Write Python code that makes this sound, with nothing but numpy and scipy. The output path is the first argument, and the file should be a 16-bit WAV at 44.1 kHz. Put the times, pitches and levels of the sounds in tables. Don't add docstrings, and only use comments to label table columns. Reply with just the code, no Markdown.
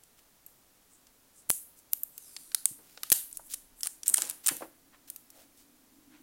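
import sys
import numpy as np
from scipy import signal
from scipy.fft import rfft, irfft
from scipy.io import wavfile
from scipy.ndimage import uniform_filter1d, map_coordinates

SR = 44100
rng = np.random.default_rng(int(sys.argv[2]) if len(sys.argv) > 2 else 0)


def inscribe(sig):
    pcm = np.round(np.clip(np.atleast_2d(sig).T, -1, 1) * 32767)
    wavfile.write(sys.argv[1], SR, pcm.astype(np.int16))


N = 274302
TIME, BINS = np.arange(N) / SR, np.fft.rfftfreq(N, 1 / SR)
EDGE_HZ = 16250

# frequency in Hz, relative density in dB.
HISS_SPECTRUM = [(20, -1.5), (70, -8.5), (220, -8), (400, -10), (650, -11.5), (1300, -14.5), (2700, -18),
                 (10500, -16), (15500, -16)]
# time in seconds, level in dB.
HUM_LEVELS = [(0, -84.5), (1.5, -78), (5, -72), (5.85, -67.5), (6.22, -61.5)]
# frequency in Hz, seconds to fall by 60 dB.
ROOM_DECAY = [(200, 0.19), (2000, 0.38), (8000, 0.28), (16000, 0.55)]
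# frequency in Hz, gain in dB.
ROOM_GAIN = [(200, -11.5), (1200, -14.5), (3200, -14), (5500, -14.5), (9000, -10), (12000, -9.5),
             (16000, -19)]
# time in seconds, gain toward the walls in dB.
WALL_EXPOSURE = [(1.6, 2.5), (1.93, -5), (2.55, -5.5), (2.7, -3), (3.15, 2.5), (3.5, -3), (4.5, 0)]
# middle in seconds,
# nominal length in seconds, level at the crest in dB, centre in Hz, width in octaves.
SWISHES = [(0.189, 0.031, -61.5, 5000, 1.36), (0.938, 0.083, -63.5, 7920, 0.162),
           (1.388, 0.086, -58.5, 8300, 0.268), (1.787, 0.0455, -57, 9414, .45),
           (1.931, 0.0326, -50, 11500, .3), (2.914, 0.27, -60.5, 9250, 1.86),
           (3.065, 0.148, -58.5, 10000, 0.45), (3.354, 0.0335, -51.5, 9500, 0.65),
           (3.47, 0.0623, -54.5, 10400, 0.347), (3.523, 0.051, -41, 8800, 0.967),
           (3.813, 0.0876, -54, 10100, 0.255), (4.233, 0.099, -48, 7000, 1.26),
           (4.448, 0.0264, -46, 7080, 1.5), (4.612, 0.092, -56.5, 4008, 0.98),
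           (4.945, 0.0433, -61, 1280, 0.71), (5.086, 0.0226, -51, 9000, 2),
           (5.391, 0.127, -57.5, 4910, 2.52), (5.598, 0.086, -59.5, 8490, 1.3),
           (6.153, 0.1, -64, 1510, 0.72)]
# start in
# seconds, level before the envelope in dB, decay in seconds, centre in Hz.
TONES_AND_KNOCKS = [(2.546, -15, 0.001475, 4240), (2.547, -31.5, 0.00174, 1440),
                    (2.656, -36.5, 0.00177, 1570), (2.709, -52, 0.00965, 168), (2.787, -62, 0.046, 212),
                    (2.975, -45, 0.0041, 559), (3.034, -33.5, .003, 1340), (3.118, -28, 0.0035, 700),
                    (3.394, -42.5, 0.00454, 940), (3.858, -44, 0.00637, 1050), (4.09, -52, 0.0473, 400),
                    (4.142, -21, 0.00194, 1774), (4.179, -39.5, 0.0152, 697), (4.215, -45, 0.067, 690),
                    (4.485, -26, 0.00942, 1720), (4.51, -42.5, 0.0245, 360), (4.606, -37, 0.0091, 500),
                    (4.620, -35, 0.01384, 625)]
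# time in seconds, level in dB, resonance of the freed strip in Hz.
PEEL_COURSE = [(2.12, -65.5, 8080), (2.18, -58, 7535), (2.26, -54, 5480), (2.35, -54.5, 4660),
               (2.40, -52, 4500), (2.50, -57.5, 4000), (2.54, -59.5, 3900)]
# frequency in Hz, relative level in dB.
GLUE_SPECTRUM = [(1000, -24.5), (3500, -16.5), (7000, -8), (9000, -0.5), (11500, -3), (16000, -14)]
# start in seconds, peak in dB,
# decay in seconds.
OVERLOAD_POPS = [(1.5029, -4, 0.0000514), (3.1188, -9.5, 0.00011)]
# start in seconds, length in seconds, mean crinkle level in dB.
CRUMPLINGS = [(3.117, .012, -22.5), (3.836, .035, -32.5), (4.054, .045, -33.5), (4.155, .06, -29),
              (4.23, .075, -35.5), (4.479, .01, -27)]
# start in seconds, level in dB, ring
# in Hz, body near 4 kHz in dB, treble at 13.5 kHz in dB; the last two are relative to 8.5 kHz.
CLICKS = [(0.036, -46.5, 10030, -5, -5), (0.4638, -37, 11700, -19, 3), (1.069, -49.5, 5720, 2, -8),
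          (1.492, -34, 9900, -23, 5), (1.4973, -16, 10680, -11.5, 5.5), (1.5023, -13, 12580, -13, -8),
          (1.5131, -17, 9800, -14.5, -2.5), (1.933, -12.5, 11840, -6, 7), (2.0338, -19.5, 13500, -26, 4),
          (2.1794, -31, 14700, -6.5, -0.5), (2.365, -29.5, 4620, 4.5, -24.5),
          (2.5182, -40.5, 1450, 10.5, -7.5), (2.547, -12.5, 10230, -3, -2.5), (2.656, -9.5, 8677, -9, -4),
          (2.975, -37.5, 1460, 14, -13), (3.0332, -23, 11340, 6, -1.5), (3.1017, -18, 10820, -6, -4.5),
          (3.1186, -9, 11930, -1.5, -2), (3.1243, -11.5, 10290, -16, -3.5), (3.1264, -10, 12080, -4, -6.5),
          (3.313, -44, 9900, -2.5, -1), (3.3278, -32.5, 9530, -14.5, -12.5), (3.3714, -26.5, 9860, -11, -2),
          (3.5376, -25, 9380, -8.5, -21.5), (3.541, -23.5, 11260, -4.5, -5), (3.8076, -35, 7840, -4, -15),
          (3.8326, -19.5, 5400, -5, -5.5), (3.8709, -20.5, 9000, -4.5, -3.5), (4.0327, -29, 5640, -3, -15),
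          (4.08, -10.5, 8140, -17.5, -2.5), (4.0908, -19.5, 8830, -14.5, -1),
          (4.0976, -17, 9600, -17, -6.5), (4.1396, -16.5, 8610, -13.5, -5), (4.1425, -7.5, 8620, -9, -7),
          (4.1714, -18.5, 8870, -5, -5.5), (4.1808, -18.5, 8960, 0, -9), (4.2204, -16, 7830, -1.5, -7),
          (4.2981, -21, 10080, -6.5, 1), (4.3099, -30.5, 8740, -0.5, -8), (4.4616, -19.5, 8770, -9, -16),
          (4.4651, -17, 7300, -1.5, -3.5), (4.4721, -13.5, 8830, -4, 6), (4.4831, -17.5, 9640, -9, -8.5),
          (4.4885, -14, 9500, -1.5, -3.5), (4.5671, -31, 11710, -10.5, -8.5),
          (5.1008, -27.5, 9500, -6.5, 5), (5.1613, -33, 12400, -6, 1), (5.3032, -42, 5600, -6.5, 0)]


def amp(db):
    return 10 ** (np.asarray(db) / 20)


def unit(x):
    return x / np.sqrt(np.mean(x ** 2) + 1e-30)


def read(points, hz):
    f, value = np.transpose(points)
    return np.interp(np.log(hz + 1), np.log(f + 1), value)


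def add(mix, start, sound):
    part = mix[max(round(start * SR), 0):][:len(sound)]
    part += sound[:len(part)]


def band(x, hz, octaves):
    away = np.log2((np.fft.rfftfreq(len(x), 1 / SR) + 1) / hz) / octaves
    return unit(irfft(rfft(x) * np.exp(-away ** 2 / 4), len(x)))


def minimum_phase(gain):
    log_gain = np.log(np.maximum(np.r_[gain, gain[-2:0:-1]], 1e-5))
    return np.fft.ifft(np.exp(np.conj(signal.hilbert(log_gain)))).real


def slips(count, spread_db, size=24):
    strength = amp(spread_db * unit(uniform_filter1d(rng.standard_normal(count), size)))
    return rng.standard_normal(count) * strength


def background(hiss_db=-63.5, hum_hz=278.3):
    hiss = unit(irfft(rfft(rng.standard_normal(N)) * amp(read(HISS_SPECTRUM, BINS)), N))
    hum = band(rng.standard_normal(N), hum_hz, octaves=.14)
    return amp(hiss_db) * hiss + amp(np.interp(TIME, *np.transpose(HUM_LEVELS))) * hum


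def room(x, hold_s=0.038, build_s=0.003, size=22050):
    hz, t, spectra = signal.stft(rng.standard_normal(size), SR, nperseg=256)
    fall_db = -60 * np.maximum(t - hold_s, 0) / read(ROOM_DECAY, hz)[:, None]
    tail = signal.istft(spectra * amp(fall_db), SR, nperseg=256)[1][:size]
    tail *= 1 - np.exp(-(np.arange(size) / SR / build_s) ** 2)
    colour = minimum_phase(amp(read(ROOM_GAIN, np.fft.rfftfreq(512, 1 / SR))))
    return signal.fftconvolve(x, np.convolve(tail / np.linalg.norm(tail), colour))[:N]


def draught(middle_s=3.65, spread_s=.35, db=-69, hz=25):
    swell = np.exp(-((TIME - middle_s) / spread_s) ** 2)
    return amp(db) * band(rng.standard_normal(N), hz, octaves=.5) * swell


def squeak(middle_s=5.39, spread_s=0.0527, db=-63, hz=640):
    swell = np.exp(-((TIME - middle_s) / spread_s) ** 2)
    return amp(db) * band(rng.standard_normal(N), hz, octaves=0.1966) * swell


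def swishes():
    out = np.zeros(N)
    for middle, length, db, hz, octaves in SWISHES:
        count = int(length * SR * 1.5)
        noise = band(slips(count, spread_db=2.5, size=60), hz, octaves)
        add(out, middle - count / SR / 2, amp(db) * noise * np.hanning(count))
    return out


def tones_and_knocks(rise_s=0.0014, desk_hz=325, desk_db=6, desk_decay_s=0.0094, size=12000):
    out, t = np.zeros(N), np.arange(size) / SR
    for start, db, decay, hz in TONES_AND_KNOCKS:
        octaves = 0.569 * (decay / .01) ** 0.542
        envelope = (1 - np.exp(-t / rise_s)) * np.exp(-t / decay)
        add(out, start, amp(db) * band(rng.standard_normal(size), hz, octaves) * envelope)
    desk = np.cos(2 * np.pi * desk_hz * t) * np.exp(-t / desk_decay_s) * 2 / (desk_decay_s * SR)
    return out + amp(desk_db) * signal.fftconvolve(out, desk)[:N]


def peel(reflection=.42, echo_s=(.00076, .00087), strip_width_hz=900, strip_db=3):
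    times, db, strip_hz = np.transpose(PEEL_COURSE)
    ticks = irfft(rfft(slips(N, spread_db=3.0)) * amp(read(GLUE_SPECTRUM, BINS)), N)
    delay = np.interp(TIME, times[[0, -1]], echo_s)
    echo = map_coordinates(ticks, [(TIME - delay) * SR], order=3)
    carrier = np.exp(2j * np.pi * np.cumsum(np.interp(TIME, times, strip_hz)) / SR)
    pole = np.exp(-np.pi * strip_width_hz / SR)
    baseband = signal.lfilter([(1 - pole) ** 2], [1, -2 * pole, pole * pole], ticks / carrier)
    strip = 2 * (carrier * baseband).real
    envelope = amp(np.interp(TIME, times, db, left=-120, right=-120))
    return unit(ticks + reflection * echo + amp(strip_db) * strip) * envelope


def pops(size=600):
    out, t = np.zeros(N), np.arange(size) / SR
    for start, db, decay in OVERLOAD_POPS:
        add(out, start, amp(db) * np.exp(-t / decay))
    return out


def crinkles(count=8, spread_db=3.5, centre_hz=8700, spread_octaves=0.27, body_db=-3.5, treble_db=-7):
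    rows = []
    for start, length, db in CRUMPLINGS:
        times = start + length * (np.arange(count) + rng.random(count)) / count
        for at, (force, pitch) in zip(times, rng.standard_normal((count, 2))):
            ring_hz = centre_hz * 2 ** (spread_octaves * pitch)
            rows.append((at, db + spread_db * force, ring_hz, body_db, treble_db))
    return rows


def click_gain(hz, ring_hz, ring_db, body_db, treble_db):
    low_db = body_db - 7.5
    contour = [(100, low_db - 26), (600, low_db - 13),
               (1550, low_db + .5), (2100, low_db - .5),
               (2900, body_db - 4), (4800, body_db - 1.5), (7500, 0), (10000, 0), (13500, treble_db)]
    width_hz = min(800, ring_hz / 3)
    detuning = (hz - ring_hz) / (width_hz / 2)
    ring = np.sqrt(1 + (amp(max(ring_db, 0)) ** 2 - 1) / (1 + detuning ** 2) ** 2)
    return amp(read(contour, hz)) * ring


def click(db, decay_s, ring_hz, ring_db, body_db, treble_db, size=2048):
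    t, hz = np.arange(size) / SR, np.fft.rfftfreq(size, 1 / SR)
    burst = rng.standard_normal(size) * np.exp(-t / max(decay_s, 1e-4))
    burst[0] = 3.015
    whitening = minimum_phase(uniform_filter1d(abs(rfft(burst)) ** 2, size=90) ** -.5)
    colour = minimum_phase(click_gain(hz, ring_hz, ring_db, body_db, treble_db))
    response = irfft(rfft(whitening) * rfft(colour))[:size // 2]
    sound = signal.fftconvolve(burst, response)[:size]
    sound = signal.sosfilt(signal.butter(8, EDGE_HZ, fs=SR, output="sos"), sound)
    return amp(db) * unit(sound) * np.sqrt(SR / 1000 / size)


def clicks(rows, scatter_share, ring_share, hard_db=-10, hard_decay_s=0.0015, halving_db=34.5):
    out = np.zeros(N)
    for start, db, ring_hz, body_db, treble_db in rows:
        decay_s = scatter_share * hard_decay_s * 2 ** ((hard_db - db) / halving_db)
        ring_db = ring_share * (15 + 0.1924 * (db - hard_db))
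        add(out, start, click(db, decay_s, ring_hz, ring_db, body_db, treble_db))
    return out


def scene():
    handling = peel() + swishes() + tones_and_knocks() + squeak()
    rows = list(CLICKS) + crinkles()
    direct = clicks(rows, scatter_share=1, ring_share=0.962)
    exposure = amp(np.interp(TIME, *np.transpose(WALL_EXPOSURE)))
    to_walls = clicks(rows, scatter_share=0, ring_share=.45) * exposure
    return (direct + handling + room(to_walls + handling) + pops() + draught() + background())[None]


def record(dry):
    low_pass = signal.firwin(255, EDGE_HZ, window=("kaiser", 8), fs=SR)
    return signal.oaconvolve(dry, low_pass[None], "same")


dry = scene()
out = record(dry)
inscribe(out)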